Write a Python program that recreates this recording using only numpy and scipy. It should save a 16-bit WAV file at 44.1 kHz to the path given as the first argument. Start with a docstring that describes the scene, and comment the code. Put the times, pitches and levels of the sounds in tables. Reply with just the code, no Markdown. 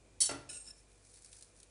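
"""Whisking butter in a steel saucepan

A wire whisk clanks on the rim and jangles while the pan knocks on the grate of a gas stove.
The wires scrape along the wall, their tiny slips making the steel ring, then tick and swish
through melted butter. Underneath, the kitchen hums and hisses."""
import sys
import numpy as np
from scipy import signal
from scipy.fft import rfft, irfft, next_fast_len
from scipy.io import wavfile
from scipy.ndimage import map_coordinates

SR = 44100
rng = np.random.default_rng(int(sys.argv[2]) if len(sys.argv) > 2 else 0)


def unload_audio(sound):
    """Save the sound as a 16-bit wav file, at the path given as the first command line argument."""
    columns = np.transpose(np.atleast_2d(sound))
    # keep every value between -1 and 1, then stretch to whole-number steps
    steps = np.round(np.clip(columns, -1, 1) * 32767)
    wavfile.write(sys.argv[1], SR, steps.astype(np.int16))


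N = 74970
TIME, HZ = np.arange(N) / SR, np.fft.rfftfreq(next_fast_len(N + SR), 1 / SR)

# Appliance hum partials: pitch_hz, rms_db
HUM_PARTIALS = [(49.3, -68.5), (98, -75.5), (492, -81.5)]
# Tone of the kitchen hiss: freq_hz, gain_db
HISS_EQ = [(20, -40), (40, 2), (75, -5), (130, -2), (170, -8), (355, -5.5), (700, -10.5), (1140, -15.5),
           (2200, -18.5), (2400, -10.5), (2700, -19.5), (5000, -20), (8900, -17), (11000, -26)]
# Fader curve of the low rumble: time_s, level_db
RUMBLE_FADER = [(0, -72), (.2, -67.5), (.45, -69), (.58, -65.5), (.65, -90), (1.7, -80.5)]
# Tone of the rumble: freq_hz, gain_db
RUMBLE_EQ = [(50, -20), (75, 4.5), (130, -7), (300, -5.5), (600, -11.5), (1000, -31.5)]

# Wires hitting the rim one after another: start_s, rim_gain_db, wire_gain_db
RIM_HITS = [(0.204, -17.5, -16.5), (.2105, -15, -18.5), (0.2171, -40, -14.5), (0.2222, -18, -25),
            (.232, -22, -25), (0.2441, -40, -24.5), (0.256, -20.5, -23.5), (.265, -35, -30),
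            (0.2912, -26, -42), (.311, -45, -36.5)]
# Rim modes: pitch_hz
RIM_PITCHES = [1750, 2070, 3149, 3242, 3880, 4172, 4432, 4475, 4515, 5330, 5416, 5455, 5640, 6390, 6772,
               7751, 7842, 7885, 7950, 8000]
# Ring of each rim mode: width_hz, gain_db
RIM_MODES = [(29.8, -29.5), (24.8, -19.5), (18, -14), (18, -15), (15.9, -6.5), (25, -15), (12.3, -4.5),
             (13.9, -0.5), (18.3, -1.5), (28.7, -6), (25, -3.5), (25.4, -4), (24.3, -11.5), (18.9, -3.5),
             (22, -20), (25, -8), (25.5, -6), (20.2, -3), (22, -4.5), (25.1, -8)]
# Wire modes: pitch_hz
WIRE_PITCHES = [5851, 6060, 6200, 7015, 7142, 7224, 8483, 8721, 8864, 8918, 9098, 9380, 9572, 9625, 9679,
                9864, 9942, 10085, 10180, 10520]
# Ring of each wire mode: width_hz, gain_db
WIRE_MODES = [(18, -14), (28, -8), (32.4, -11.5), (20.6, -17), (24.2, -4.5), (19.9, -1.5), (22, 0),
              (24.2, -6.5), (23.4, -2), (25.6, -1), (24.4, -25), (27, -1.5), (22.222, -12), (25.6, -17),
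              (23.8, -4), (21, 2.5), (22.3, -7), (23.6, 0), (28, -11.5), (28, -19)]
# The dense small modes as one wash: freq_hz, gain_db
JANGLE_EQ = [(470, -94), (800, -20), (2530, -19.5), (3150, -3), (3630, -13), (4430, 0), (4890, -27),
             (5390, -1.5), (9970, -4), (11000, -9), (14300, -36), (22000, -120)]

# Pan hitting the grate: start_s, gain_db, tilt_db_per_octave
GRATE_HITS = [(0.207, -56.5, -5.5), (0.292, -41.5, 0.5), (0.313, -44, 0)]
# Modes of the pan base and grate: pitch_hz
GRATE_PITCHES = [79, 123, 280, 371, 441, 580, 676, 886, 1371, 1995, 2707]
# Ring of each of those modes: width_hz, gain_db
GRATE_MODES = [(11.8, 4), (13.6, 1), (19, 5.5), (24.7, 2.5), (24, 4.5), (29, 1), (59.5, -1), (40, -1),
               (40.2, 2.5), (40, -3.5), (50, -5.5)]
# Broad thud of a knock: freq_hz, gain_db
THUD_EQ = [(35, -49), (60, -19), (125, 2.5), (240, -57), (280, 1), (540, -28), (583, -10.5), (6000, -22),
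           (7800, -45), (13200, -120)]
# Click on the front of a knock: freq_hz, gain_db
CLICK_EQ = [(300, -47), (1200, 0), (2700, 8), (4000, -5), (5400, 2), (6500, -2), (9000, -20)]

# How hard the wires scrape: time_s, drive_db
SCRAPE_FADER = [(0.489, -78), (0.4913, -45), (.511, -43.5), (.537, -47.5), (.545, -47.5), (0.561, -44),
                (.593, -56), (.6, -54.5), (0.629, -61), (.641, -58.5), (.67, -52.5), (.69, -50.5),
                (.706, -50), (.722, -65), (.8, -79)]
# When the contact passes four places along the wall: time_s
CONTACT_TIMES = [.5, .555, .63, .69]
# Pan wall modes: pitch_hz
WALL_PITCHES = [1445, 1720, 2540, 2760, 2980, 3870, 4150, 5310, 5650, 5980, 6710, 7180, 7480, 8170, 8505,
                9080, 9600, 9960, 10300, 10550, 10950]
# Ring of each wall mode: width_hz, slide_hz_per_s, then gain_db at each of the four places
WALL_MODES = [(9.1, 22, -3.5, -14, -19, -9.5), (29.5, -6, -14, -23, -27, -15),
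              (40, 0, -12.5, -28, -27, -40), (60, -300, -35, -20, -14.5, -50),
              (60, -900, -6.5, -25.5, -16.5, -25), (61.3, -8, -17.5, -22.5, -23, -12.5),
              (60.3, 3, -25, -24, -11, -46), (53, 196, -7, -16, -9, -1), (58, -1200, -22, -15, -3, -31),
              (34.5, 1, -24, -20, -27, -44), (39, 0, -12, -13, -13, -33), (54.3, 0, -13, -7.5, -1, -5),
              (60.4, -800, -7, -23, -7, -22), (50, 11, -17, -7, 1, -9), (24, 2, 2.5, 4, 10, -3.5),
              (87, 0, -5, -9, -9, -12.5), (90, 4, -31, -7, -36, -26), (70, 7, -31, -31, -14, -22),
              (80, 3, -22, -37, -3, -23), (82, 6, -31, -37, -14, -23), (60, 0, -29, -17, -18, -32)]
# Dry rasp of the slips: freq_hz, gain_db
RASP_EQ = [(120, -14), (200, 2), (1990, -38), (2690, -1), (3340, -28), (5440, -12), (6330, -11),
           (8410, -1.5), (11000, -20), (14300, -42), (22000, -120)]

# Wires tapping the buttered base: start_s, gain_db, low_layer_db
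BASE_TICKS = [(0.904, -65, -12), (0.917, -59.5, -7), (1.049, -53, -25), (1.1405, -48, -12),
              (1.1564, -50, -19), (1.171, -49, -15), (1.2213, -47, -30), (1.246, -42, -38),
              (1.26, -48, -35), (1.3166, -48, -26), (1.3284, -40.5, -8), (1.3354, -60, -21),
              (1.354, -53, -30), (1.3663, -48.5, -26), (1.3873, -48, -20), (1.4095, -47, -16),
              (1.424, -42.5, -10.5), (1.43, -53, -23), (1.4454, -52, -26), (1.5637, -53, -31),
              (1.601, -46.5, -14), (1.6302, -46.5, -9)]
# Wet sizzle of ticks and swish: freq_hz, gain_db
BUTTER_EQ = [(900, -40), (1500, -11), (2300, -10.5), (3000, -16), (4300, -4), (6000, -1), (7200, -1),
             (8800, 2), (10000, 5), (11000, -18)]
# Lower layer of a tick: freq_hz, gain_db
TICK_LOW_EQ = [(800, -44), (1600, -7), (4200, 8), (6000, -28)]
# Strokes through the butter: time_s, gain_db
SWISH_FADER = [(.75, -67.5), (.8, -61), (.86, -76), (.92, -66), (1.0, -68.5), (1.06, -61), (1.13, -58.5),
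               (1.18, -57.5), (1.21, -62.5), (1.27, -57), (1.31, -63), (1.37, -53.5), (1.43, -63.5),
               (1.47, -62.5), (1.54, -71), (1.58, -60), (1.64, -66.5), (1.7, -72)]

# Kitchen reverb decay: freq_hz, t60_s
ROOM_DECAY = [(200, 1), (2000, 0.47), (10000, 0.33)]


def amp(db):
    return 10 ** (np.asarray(db) / 20)


def unit_rms(x):
    return x / np.sqrt(np.mean(x ** 2) + 1e-20)


def curve_at(points, hz):
    """Read a breakpoint curve on a log frequency axis."""
    freqs, values = np.transpose(points)
    return np.interp(np.log(hz + 1), np.log(freqs + 1), values)


def filtered(x, response):
    """Filter x with a response given on HZ."""
    size = next_fast_len(N + SR)
    return irfft(rfft(x, size) * response, size)[:N]


def noise(eq):
    """Noise coloured by an EQ curve, rms 1."""
    return unit_rms(filtered(rng.standard_normal(N), amp(curve_at(eq, HZ))))


def resonances(pitches, modes):
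    """Frequency response of a bank of ringing modes, alternating in polarity."""
    return sum((-1) ** k * amp(db) * 1j * HZ * width / (hz * hz - HZ * HZ + 1j * HZ * width)
               for k, (hz, (width, db)) in enumerate(zip(pitches, modes)))


def hit_envelope(start_s, rise_s, t60_s):
    """Quick attack, exponential decay."""
    age = np.maximum(TIME - start_s, 0)
    return (1 - np.exp(-age / rise_s)) * amp(-60 * age / t60_s)


def grains(per_s, spread_db):
    """Irregular impulses of uneven size, rms 1."""
    chance, size = rng.random((2, N))
    gain = amp(spread_db * np.minimum(-np.log(size + 1e-9), 3))
    return unit_rms((chance < per_s / SR) * gain * rng.standard_normal(N))


def wobble(per_s):
    """Smooth random modulation through per_s points a second."""
    return map_coordinates(rng.standard_normal(512), [TIME * per_s])


def kitchen_bed():
    """An appliance hums unsteadily over steady hiss and a passing rumble."""
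    hum = 0
    for hz, db in HUM_PARTIALS:
        waver_db, drift = 1.5 * wobble(per_s=8), 0.19 * wobble(per_s=8)
        phase = 2 * np.pi * hz * TIME + drift + rng.uniform(0, 2 * np.pi)
        hum = hum + np.sqrt(2) * amp(db + waver_db) * np.sin(phase)
    rumble = amp(np.interp(TIME, *np.transpose(RUMBLE_FADER))) * noise(RUMBLE_EQ)
    return hum + amp(-68) * noise(HISS_EQ) + rumble


def rim_clank(ring_db=34, jangle_db=-31):
    """Every hit rings both the rim and the wires, over a jangle of small modes."""
    starts, rim_db, wire_db = np.transpose(RIM_HITS)
    delays = np.exp(-2j * np.pi * HZ[:, None] * starts)
    rim = delays @ amp(rim_db) * resonances(RIM_PITCHES, RIM_MODES)
    wires = delays @ amp(wire_db) * resonances(WIRE_PITCHES, WIRE_MODES)
    jangle = sum(force * hit_envelope(start, rise_s=0.00075, t60_s=0.18)
                 for start, force in zip(starts, amp(rim_db) + amp(wire_db)))
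    return amp(ring_db) * irfft(rim + wires)[:N] + amp(jangle_db) * jangle * noise(JANGLE_EQ)


def grate_knock(ring_db=40.5, thud_db=-2.5, click_db=-2.5):
    """The pan rocks against its grate: a click, a hollow ring and a dull rattle."""
    modes = resonances(GRATE_PITCHES, GRATE_MODES)
    out = 0
    for start, db, tilt_db in GRATE_HITS:
        tilt = amp(tilt_db * np.log2(HZ / 100 + 1))
        body = unit_rms(filtered(rng.standard_normal(N), modes)) + amp(thud_db) * noise(THUD_EQ)
        rattle = unit_rms(filtered(body, tilt)) * hit_envelope(start, rise_s=0.001, t60_s=0.38)
        click = amp(click_db + 4.4 * tilt_db) * noise(CLICK_EQ)  # duller knocks click less
        click *= hit_envelope(start, rise_s=0.00022, t60_s=0.04)
        delay = np.exp(-2j * np.pi * HZ * start)
        ring = amp(ring_db) * irfft(modes * tilt * delay)[:N]
        out = out + amp(db) * (ring + rattle + click)
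    return out


def wall_scrape(ring_db=19, rasp_db=-17, landing_db=-26, grip_per_s=34.66):
    """Dense wire slips drive the wall's modes, which slide and trade strength as the contact moves."""
    times, drive_db = np.transpose(SCRAPE_FADER)
    chatter_db = 2 * wobble(per_s=180)
    slips = grains(per_s=12000, spread_db=1.5)
    slips *= amp(np.interp(TIME, times, drive_db, -120, -120) + chatter_db)
    rasp = filtered(slips, unit_rms(amp(curve_at(RASP_EQ, HZ))))
    landing = amp(landing_db) * (np.arange(N) == round(times[1] * SR))  # tick as the wires land
    ring = 0
    for hz, (width, slide, *place_db) in zip(WALL_PITCHES, WALL_MODES):
        glide_hz = slide * np.clip(TIME - CONTACT_TIMES[0], 0, .3)
        pitch = hz + glide_hz + .003 * hz * wobble(grip_per_s)
        grip_db = 2 * wobble(grip_per_s)  # the wires grip each mode unevenly
        push = amp(np.interp(TIME, CONTACT_TIMES, place_db) + grip_db) * (slips + landing)
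        # A one-pole resonator that follows the moving pitch.
        carrier = np.exp(2j * np.pi * np.cumsum(pitch) / SR)
        loss = np.pi * width / SR
        ring = ring + 2 * (signal.lfilter([loss], [1, loss - 1], push / carrier) * carrier).real
    return amp(ring_db) * ring + amp(rasp_db) * rasp


def butter_swish(trim_db=-5):
    """Wires drag through melted butter in wet, grainy swells."""
    times, gain_db = np.transpose(SWISH_FADER)
    wet = unit_rms(filtered(grains(per_s=6000, spread_db=2.5), amp(curve_at(BUTTER_EQ, HZ))))
    return amp(np.interp(TIME, times, gain_db, -120) + trim_db) * wet


def base_ticks(trim_db=-4, tail_db=-14):
    """Wires tick on the buttered base: a bright snap with a soft tail and a lower layer."""
    bright = low = 0
    for start, db, low_db in BASE_TICKS:
        snap = hit_envelope(start, rise_s=0.0006, t60_s=0.02)
        tail = amp(tail_db) * hit_envelope(start, rise_s=0.0035, t60_s=0.06)
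        envelope = amp(db + trim_db) * (snap + tail)
        bright = bright + envelope
        low = low + amp(low_db) * envelope
    return bright * noise(BUTTER_EQ) + low * noise(TICK_LOW_EQ)


def room_reverb(x, predelay_samples=300):
    """The kitchen answers with a diffuse tail whose highs die first."""
    hz, age, spectrum = signal.stft(rng.standard_normal(SR // 2), SR, nperseg=256)
    decay = amp(-60 * age / curve_at(ROOM_DECAY, hz)[:, None])
    tail = signal.istft(spectrum * decay, SR, nperseg=256)[1]
    return signal.fftconvolve(np.pad(x, (predelay_samples, 0)), tail / np.linalg.norm(tail))[:N]


def scene():
    """Whisk and pan up close with a touch of room, over the kitchen bed, in mono."""
    bed = kitchen_bed()
    close = rim_clank() + grate_knock() + wall_scrape() + butter_swish() + base_ticks()
    return (bed + close + amp(-13) * room_reverb(close))[None]


def record(dry):
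    """A steep high cut on the whole mix."""
    cutoff_hz, edge_hz = 11000, 300
    high_cut = np.clip((cutoff_hz + edge_hz - HZ) / (2 * edge_hz), 0, 1) ** 2
    return filtered(dry[0], high_cut)[None]


dry = scene()
out = record(dry)
unload_audio(out)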